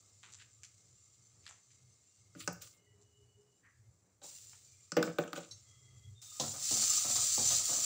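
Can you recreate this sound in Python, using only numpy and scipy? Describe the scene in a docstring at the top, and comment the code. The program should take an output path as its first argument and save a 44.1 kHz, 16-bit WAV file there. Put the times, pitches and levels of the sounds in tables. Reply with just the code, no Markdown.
"""Spice paste simmers in oil in a thin metal pan: filtered random clicks and noise stand for bursting bubbles.
Drops of water spit, and salt makes the oil flare up. Jars are handled (gritty noise) and things are put down on
the counter (damped modes and noise bursts); a spoon clinks on a jar. Then a ladle knocks and scrapes round the
pan (driven resonators) while the paste fries loudly. The burner and the street rumble below as low noise;
horns sound far away as wavering partials, and a dull clatter comes from another room."""
import sys
import numpy as np
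from scipy import signal
from scipy.fft import rfft, irfft
from scipy.io import wavfile

SR = 44100
rng = np.random.default_rng(int(sys.argv[2]) if len(sys.argv) > 2 else 0)


def to_wav(sig):
    """Store sig (one row per channel, or 1-D mono) as 16-bit WAV at the path in sys.argv[1].

    Samples outside -1..1 are clipped; the rate is SR.
    """
    pcm = np.clip(np.atleast_2d(sig), -1, 1) * 32767
    pcm = np.round(pcm).astype(np.int16)
    wavfile.write(sys.argv[1], SR, pcm.T)  # frames by channels


N = 346173

# spectrum shared by frying, rubs, crisp contacts and hiss: (frequency [Hz], density [dB per Hz])
FIZZ_SPECTRUM = [(710, -56.5), (1200, -6), (1590, -17.5), (2720, -10), (4320, -10), (5470, -9.5),
                 (6090, -2.5), (6640, -7), (7240, 2), (11500, -38), (13500, -41), (14900, -24),
                 (15700, -24)]
# course of the quiet simmer: (time [s], fizz level [dB])
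SIMMER_LEVEL = [(0.0, -66.5), (2.33, -70), (2.78, -76), (4.2, -77), (4.9, -69), (5.6, -65), (6.2, -71)]
# ladle on the pan: (time [s], blow level [dB], splash [dB re blow], centre [Hz], drag [dB re blow])
LADLE_BLOWS = [(6.225, -63, 14, 1210, -15.5), (6.398, -27.5, 1, 555, -20.5), (6.711, -32, 0, 362, -17),
               (6.822, -46.5, -9, 1260, -15), (7.047, -40, -7, 684, -8), (7.156, -37.5, 9, 870, -49),
               (7.379, -30, -25, 514, -21), (7.504, -43, 15, 654, -12.5), (7.687, -43, 2, 734, -5)]


def from_db(db):
    """Level law: 20 dB is a tenfold amplitude."""
    return 10 ** (np.asarray(db) / 20)


def rms_one(x):
    """Normalisation to unit root-mean-square."""
    return x / np.sqrt(np.mean(x ** 2) + 1e-20)


def in_time(rows):
    """Linear interpolation of a (time, values...) table at each sample."""
    s, *columns = np.transpose(rows)
    return [np.interp(np.arange(N) / SR, s, column) for column in columns]


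def between(t0, t1, edge):
    """Gating: gain one from t0 to t1, with linear ramps of edge seconds inside."""
    t = np.arange(N) / SR
    return np.clip(np.minimum(t - t0, t1 - t) / edge, 0, 1)


def swell(start, rise, peak_db, fade_db):
    """Exponential decay: gain rises to a peak, then falls by fade_db each second."""
    since = np.arange(N) / SR - start
    return np.clip(since / rise, 0, 1) ** 2 * from_db(peak_db - fade_db * np.maximum(since - rise, 0))


def band(x, low_hz, high_hz):
    """Band-pass filtering, third-order Butterworth."""
    edges_hz = [low_hz, min(high_hz, .45 * SR)]
    return signal.sosfilt(signal.butter(3, edges_hz, "band", fs=SR, output="sos"), x + 1e-18)


def coloured(x, spectrum):
    """Minimum-phase filtering: a folded cepstrum gives a causal response with this spectrum; rms 1."""
    hz, level_db = np.transpose(spectrum)
    grid = np.maximum(np.arange(4097) * SR / 8192, 1)
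    magnitude = from_db(np.interp(np.log(grid), np.log(hz), level_db))
    cepstrum = irfft(np.log(magnitude))
    cepstrum[1:4096] *= 2
    cepstrum[4097:] = 0
    response = irfft(np.exp(rfft(cepstrum)))
    return rms_one(signal.fftconvolve(x, response)[:N])


def drift(rate):
    """Low-pass random modulation of unit rms; rate in Hz."""
    r = np.exp(-2 * np.pi * rate / SR)
    noise = rng.standard_normal(N + SR)
    return rms_one(signal.lfilter([1], [1, -2 * r, r * r], noise)[SR:])   # the first second settles


def grains(per_s, spread_db):
    """Random impulse process: clicks of either sign, most small and a few large; rms 1."""
    sizes = from_db(spread_db * np.minimum(rng.exponential(1, N), 5))
    signs = rng.choice([-1, 1], N)
    return rms_one(sizes * signs * (rng.random(N) < per_s / SR))


def clicks(times, level_db):
    """Impulsive excitation: one click at each time."""
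    out = np.zeros(N)
    out[np.round(np.asarray(times) * SR).astype(int)] = from_db(level_db)
    return out


def ring(x, modes):
    """Modal superposition: one push drives all damped resonators, signs alternating."""
    out = np.zeros(N)
    for k, (hz, level_db, t60) in enumerate(modes):
        r, w = from_db(-60 / (t60 * SR)), 2 * np.pi * hz / SR
        mode = signal.lfilter([0, np.sin(w)], [1, -2 * r * np.cos(w), r * r], x + 1e-18)
        out += (-1) ** k * from_db(level_db) * mode
    return out


def dying(x, t60):
    """Exponential decay: each click starts a puff of noise that falls 60 dB in t60 seconds."""
    return signal.lfilter([1], [1, -from_db(-60 / (t60 * SR))], x + 1e-18) * rng.standard_normal(N)


def three_bands(source, main_db, low_db, high_db, edges_hz, patchy_db):
    """Band-wise modulation: low and high parts swell against the middle, each band flickering alone."""
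    parts = []
    for low_hz, high_hz in zip(edges_hz, edges_hz[1:]):
        part = rms_one(band(source, low_hz, high_hz))
        parts.append(part * from_db(patchy_db * drift(22.4)))
    low, mid, high = parts
    return from_db(main_db) * (mid + from_db(low_db) * low + from_db(high_db) * high)


def frying():
    """Bubble noise: steam bubbles burst by the thousand, in clumps, over a smooth hiss; some pop harder."""
    # stirring spreads the paste over hot metal: (time [s], fizz level [dB])
    stir_level = [(6.215, -39), (6.23, -53), (6.39, -48.5), (6.41, -39), (6.59, -42), (6.65, -33),
                  (6.78, -29), (6.96, -29), (7.04, -32.5), (7.12, -30), (7.58, -28.5), (7.61, -33),
                  (7.85, -32)]
    # balance of the bands against the fizz: (fizz level [dB], crackle [dB re fizz], spray [dB re fizz])
    liveliness = [(-85, -17, -4), (-72, -14, -18), (-53.5, -16.5, -5.5), (-25, -18.5, -10)]
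    salt = swell(4.215, rise=0.024, peak_db=-49.5, fade_db=28.5)   # salt makes the oil flare up
    stir = between(stir_level[0][0], 9, edge=0.01) * from_db(in_time(stir_level)[0])
    simmer = from_db(in_time(SIMMER_LEVEL)[0])
    fizz_db = 10 * np.log10(simmer ** 2 + salt ** 2 + stir ** 2)   # powers add
    bursts = grains(5000 * from_db(3.0 * drift(40)), spread_db=2.5) + 0.94 * rng.standard_normal(N)
    bursts = bursts + 0.4 * grains(250, spread_db=3.0)   # the harder pops
    for hz in np.geomspace(2400, 8500, 9):   # patches of bubbles of one size swell and ring
        bursts = bursts + (from_db(2.2 * drift(10)) - 1) * band(bursts, hz / 1.07, hz * 1.07)
    steps, crackle, spray = np.transpose(liveliness)
    crackle_db = np.interp(fizz_db, steps, crackle)
    spray_db = np.interp(fizz_db, steps, spray)
    return three_bands(coloured(bursts, FIZZ_SPECTRUM), fizz_db, crackle_db, spray_db,
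                       edges_hz=(1500, 4200, 10300, 18000), patchy_db=0.74)


def background():
    """Slowly varying filtered noise: lumpy rumble, room hum, the pan's thin whistles; microphone hiss."""
    # course of the low rumble: (time [s], level [dB])
    rumble_level = [(0.0, -75.5), (1.4, -75.5), (2.4, -64), (2.8, -73), (4.2, -71.5), (5.1, -70.5),
                    (5.9, -64.5), (6.1, -65), (7.85, -59)]
    # rumble spectrum: (frequency [Hz], density [dB per Hz])
    low_end = [(25, -45), (102, 2.5), (129, -0.5), (146, -32), (200, -20), (260, -56.5)]
    # room hum spectrum: (frequency [Hz], density [dB per Hz])
    room_tone = [(100, -29.5), (170, 3.5), (221, -5.5), (414, -5), (624, -10), (942, -14.5), (2600, -21.5),
                 (3600, -52)]
    # the simmering pan sings faintly: (frequency [Hz], width [Hz], level [dB re simmer])
    whistles = [(1230, 187, -22.5), (2123, 89, -21.5)]
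    (level_db,) = in_time(rumble_level)
    shake = sum(swell(s, rise=0.021, peak_db=blow_db - 27, fade_db=138)   # each blow shakes the stove
                for s, blow_db, *_ in LADLE_BLOWS)
    rumble_gain = from_db(level_db + 5.0 * drift(3.0)) + shake
    out = rumble_gain * coloured(rng.standard_normal(N), low_end)
    out += from_db(-80 + 2.0 * drift(4.1)) * coloured(rng.standard_normal(N), room_tone)
    for hz, width_hz, whistle_db in whistles:
        whistle = rms_one(band(rng.standard_normal(N), hz - width_hz / 2, hz + width_hz / 2))
        out += from_db(in_time(SIMMER_LEVEL)[0] + whistle_db + 3.5 * drift(6)) * whistle
    hiss = rms_one(band(coloured(rng.standard_normal(N), FIZZ_SPECTRUM), 10000, 15000))
    return out + from_db(-88.5) * hiss


def spits():
    """Impulsive boiling: drops of water pop or sputter up in the oil, then a ragged spray thins out."""
    # drops: (time [s], rise [s], level [dB], coarse part [dB re fine part], coarse centre [Hz], length [s])
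    drops = [(0.231, 0.0025, -53.5, 3.5, 1830, 0.18), (0.323, 0.0025, -44, -33, 3400, 0.063),
             (0.374, 0.044, -56.5, 8.5, 2640, 0.046), (0.634, 0.0036, -44.5, 1, 3120, 0.015),
             (0.646, 0.0034, -50.5, 3, 4000, 0.031), (1.427, 0.034, -62, 8.5, 3640, 0.057),
             (1.465, 0.0037, -60, 16, 2670, 0.06), (1.491, 0.003, -49.5, -4, 1360, 0.12),
             (1.695, 0.017, -65, 4.5, 3250, 0.088), (3.013, 0.0017, -62, -18, 2940, 0.12),
             (4.53, 0.004, -72.5, 16.5, 1500, 0.052), (7.372, 0.003, -35, -22, 3770, 0.014)]
    sudden_s = 0.01   # drops that rise faster start with a pop
    ragged = grains(900, spread_db=3.5) + 0.25 * rng.standard_normal(N)
    fine = rms_one(band(coloured(ragged, FIZZ_SPECTRUM), 3540, 8360))
    out = np.zeros(N)
    for s, rise, level_db, coarse_db, centre_hz, length in drops:
        now = slice(round(s * SR), round((s + .3) * SR))
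        t = np.arange(len(out[now])) / SR
        coarse = rms_one(band(ragged[now], centre_hz / 1.97, centre_hz * 1.95))
        burst = (rise < sudden_s) * from_db(-60 * t / 0.012)
        spray = np.minimum(t / rise, 1) * from_db(-25 * np.maximum(t - rise, 0) / length)
        out[now] += from_db(level_db - 2.5) * (burst + 0.5 * spray) * (fine[now] + from_db(coarse_db) * coarse)
    s, rise, level_db, *_ = np.transpose(drops)
    sudden = rise < sudden_s
    pop_mode = [(6700, -1.2, 0.0011)]   # (frequency [Hz], level [dB], t60 [s])
    return out + ring(clicks(s[sudden], level_db[sudden]), pop_mode)


def street():
    """Random phase and amplitude modulation: horn partials waver with the air; a clatter in another room."""
    # faint far tones, mostly horns, a row a partial: (start [s], end [s], frequency [Hz], level [dB])
    partials = [(2.06, 2.14, 2780, -81), (2.78, 3.53, 412, -73), (2.75, 3.55, 2930, -78),
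                (2.68, 2.85, 2120, -77), (2.82, 2.93, 1965, -78), (5.63, 6.08, 2043, -77),
                (5.65, 6.08, 3293, -71), (4.63, 4.82, 2390, -76), (5.778, 6.153, 407, -80),
                (6.137, 6.38, 3650, -63)]
    blur_share = .02   # echoes smear each partial by this share of its pitch, up and down
    tone_share = .62   # amplitude share that stays a clear tone
    t = np.arange(N) / SR
    out = np.zeros(N)
    for start, end, hz, level_db in partials:
        blur = rms_one(band(rng.standard_normal(N), hz * (1 - blur_share), hz * (1 + blur_share)))
        gain = from_db(level_db + 3.0 * drift(14))
        tone = np.sin(2 * np.pi * hz * t + .9 * drift(12))
        waver = gain * (tone_share * tone + (1 - tone_share) * blur)
        trail = from_db(-200 * np.clip(t - end, 0, 1))   # echoes trail off
        out += between(start, end + 0.15, edge=0.05) * trail * waver
    since = np.maximum(t - 3.62, 0)   # one dull clatter in another room
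    puff = np.minimum(since / .035, 1) ** 2 * from_db(-58 - 60 * since / 0.4)
    white = rng.standard_normal(N)
    return out + puff * rms_one(band(white, 1140, 2330) + 1.7 * band(white, 1560, 2000))


def handling():
    """Friction noise: fingers and lids rub on jars, fine grit and stray ticks over a dull body."""
    # rubs: (start [s], rise [s], level [dB], fade [dB per s], dry edge [dB re rub])
    rubs = [(2.345, 0.063, -48.5, 214, -2.5), (2.602, 0.019, -50.5, 160, -3.5),
            (5.03, 0.011, -53.5, 126, -11), (5.188, 0.0035, -62, 112, -16), (5.344, 0.013, -53, 91, -13)]
    grit = grains(3000, spread_db=2.5) + 0.7 * grains(120, spread_db=2.0) + rng.standard_normal(N)
    body = sum(swell(s, rise, level_db, fade_db) for s, rise, level_db, fade_db, _ in rubs) + 1e-9
    edge = sum(swell(s, rise, level_db + edge_db, fade_db)
               for s, rise, level_db, fade_db, edge_db in rubs) + 1e-9
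    return three_bands(coloured(grit, FIZZ_SPECTRUM), 20 * np.log10(body), -9.0, 20 * np.log10(edge / body),
                       edges_hz=(900, 4400, 10300, 18000), patchy_db=-3.5)


def knocks():
    """Modal impact: counter modes near the struck spot's centre thud loudest; jar clacks, contact ticks."""
    # things tapped or put down: (time [s], thud level [dB], thud centre [Hz], clack [dB re thud],
    # tick [dB re thud], tick centre [Hz], edge [dB re thud], length factor [1])
    contacts = [(2.350, -45.5, 315, -9, -22, 6050, -26, 1.95), (2.476, -29, 595, 4, -0.5, 6200, -30, 0.76),
                (2.527, -44, 170, -25, -16, 7000, -3, 0.38), (2.619, -60, 490, -7, 4, 5970, 15, 3.6),
                (4.216, -47.5, 780, -21, -15, 4200, -31, 2.9),
                (4.241, -47.5, 760, -10, -16, 4000, -13, 0.49), (4.919, -38, 345, 6, 0.5, 5650, -29, 0.9),
                (4.967, -15.5, 454, -7.5, -21.5, 5950, -26, 1.48),
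                (5.027, -27.5, 507, 5, -3, 4750, -11.5, 0.7), (5.075, -30, 394, -4.5, -35, 5000, -31, 1),
                (5.185, -21, 504, -5, -16.5, 3900, -21, 0.86),
                (5.237, -34, 568, -5.5, -16, 3200, -21, 0.79), (5.277, -56, 543, 9, 2, 2900, -35, 1.6),
                (5.331, -33.5, 560, 3.5, -6, 3900, -15, 0.6), (5.360, -43.5, 424, 1, -2.5, 3200, -11, 2.3),
                (5.375, -38, 580, -1, -7.5, 3630, -12, 1.15)]
    # counter modes: (mean frequency [Hz], level [dB], t60 at length factor 1 [s])
    counter_modes = [(171, 4, 0.2), (267, 0, 0.07), (325, -1, 0.13), (480, -2, 0.07), (575, -2, 0.09),
                     (790, -3, 0.04)]
    # jar modes: (mean frequency [Hz], level [dB], t60 at length factor 1 [s])
    jar_modes = [(1270, 0, 0.03), (1480, 2, 0.03)]
    hiss, white = coloured(rng.standard_normal(N), FIZZ_SPECTRUM), rng.standard_normal(N)
    crisp = rms_one(band(hiss, 5100, 13000))
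    edge = rms_one(band(hiss, 13000, .45 * SR))
    out, t = np.zeros(N), np.arange(round(.3 * SR)) / SR
    for s, thud_db, centre_hz, clack_db, tick_db, tick_hz, edge_db, length in contacts:
        now = slice(round(s * SR), round(s * SR) + len(t))
        modes = [(hz, thud_db - 3.0 + mode_db - 5.2 * length * abs(np.log2(hz / centre_hz)), t60)
                 for hz, mode_db, t60 in counter_modes]
        modes += [(hz, thud_db + clack_db - 2.5 + mode_db, t60) for hz, mode_db, t60 in jar_modes]
        for hz, level_db, t60 in modes:
            decay = from_db(level_db + rng.normal(0, 2.8) - 60 * t / (length * t60))
            onset = np.minimum(t * hz / 2.57, 1)
            out[now] += decay * onset * np.sin(2 * np.pi * (hz * rng.normal(1, 0.02) * t + rng.random()))
        # many close modes blur into noise
        thump = rms_one(band(white[now], centre_hz / 2.86, centre_hz * 1.43))
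        thump_fade = from_db(thud_db - 7.0 - 3.24 * length - 60 * t / (0.14 * length))
        out[now] += thump_fade * np.minimum(t / 0.012, 1) * thump
        clack = rms_one(band(white[now], 1200, 2900))
        out[now] += from_db(thud_db + clack_db / 2 - 15.0 - 60 * t / (0.078 * length)) * clack
        tick = rms_one(band(white[now], tick_hz / 1.3, tick_hz * 1.11)) + 0.73 * crisp[now]
        tick_fade = from_db(-60 * t / (0.028 * length)) + 0.17 * from_db(-60 * t / (0.04 * length))
        out[now] += from_db(thud_db + tick_db) * tick_fade * tick
        out[now] += from_db(thud_db + edge_db + 3.0 - 60 * t / 0.044) * edge[now]
    return out


def spoon():
    """Resonance of thin steel under a noisy push: a soft, blurred clink on a jar."""
    # contacts: (time [s], push level [dB])
    clinks = [(5.504, -43.5)]
    # spoon modes: (frequency [Hz], level [dB], t60 [s])
    spoon_modes = [(3980, 0, 0.03), (4500, -8, 0.05), (5600, -3, 0.06), (6330, -6, 0.09)]
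    s, level_db = np.transpose(clinks)
    envelope = sum(swell(at, rise=0.0088, peak_db=db, fade_db=520) for at, db in zip(s, level_db))
    push = envelope * rng.standard_normal(N)
    return from_db(-23.5) * ring(push, spoon_modes) + from_db(-5.5) * band(push, 3460, 8500)


def ladle():
    """Forced vibration: blows and a gritty drag drive the same damped pan; blows crack and splash oil."""
    # pan modes: (mean frequency [Hz], level [dB], t60 [s])
    pan_modes = [(142.3, 2, 0.55), (221.2, -0.5, 0.24), (315, 3.5, 0.11), (530, -1.5, 0.29),
                 (757, 5.5, 0.082), (1295, 3, 0.11)]
    # rim mode: (frequency [Hz], level [dB], t60 [s])
    rim_modes = [(1249, 0, 0.06), ]
    # the rim sings most in mid stir: (time [s], level [dB])
    rim_level = [(6.2, -66), (6.7, -67), (6.83, -56), (7.3, -57), (7.4, -63)]
    s, level_db, splash_db, centres_hz, drag_db = np.transpose(LADLE_BLOWS)
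    grit = grains(500 * from_db(6.0 * drift(20)), spread_db=3.0)
    rasp, blows = rms_one(band(grit, 223, 1320)), np.zeros(N)
    for at, db, centre_hz, rub_db in zip(s, level_db, centres_hz, drag_db):
        # modes near the struck spot's centre ring loudest; the paste detunes them
        near = [(hz * rng.normal(1, 0.052), mode_db - 3.8 * abs(np.log2(hz / centre_hz)), t60)
                for hz, mode_db, t60 in pan_modes]
        blows += ring(clicks([at], db - 14.5), near)
        crack = dying(clicks([at], db + 1.0), 0.28)
        blows += band(crack, centre_hz / 2.33, centre_hz * 1.76)
        drag = rms_one(rms_one(ring(grit, near)) + 0.77 * rasp)
        blows += swell(at, rise=0.0095, peak_db=db + rub_db, fade_db=79) * drag
    wet = clicks(s, level_db + splash_db)
    splash = band(from_db(-0.5) * dying(wet, 0.21) + from_db(2.0) * dying(wet, 0.04), 3540, 7440)
    rim = from_db(in_time(rim_level)[0] + 1.9 * drift(2.7)) * rms_one(ring(grit, rim_modes))
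    return blows + splash + between(s[0], 9, edge=0.12) * rim


def kitchen(x):
    """Diffuse reverberation: dense reflections off tiles, fading and a little dull."""
    t60_s = 0.33
    t = np.arange(round(.5 * SR)) / SR
    tail = rng.standard_normal(len(t)) * from_db(-60 * t / t60_s) * np.clip(t / 0.015, 0, 1)
    tail = signal.lfilter([1], [1, -.4], tail)
    return signal.fftconvolve(x, tail / np.linalg.norm(tail))[:N]


def scene():
    """Superposition: hits get the room's reverberation; frying, rubs, far tones and rumble are added dry."""
    hits = knocks() + ladle() + spoon() + spits()
    # the hits carry no deep bass
    hits = signal.sosfilt(signal.butter(4, 125, "high", fs=SR, output="sos"), hits)
    room = from_db(-11.5) * kitchen(hits)
    return (hits + room + frying() + handling() + street() + background())[None]


def record(dry):
    """Saturation and band limiting: the loudest peaks are rounded and the top is cut steeply."""
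    cutoff_hz = 15650
    rounded = .25 * np.tanh(dry / .25)
    return signal.sosfilt(signal.ellip(12, .5, 50, cutoff_hz, fs=SR, output="sos"), rounded)


dry = scene()
out = record(dry)
to_wav(out)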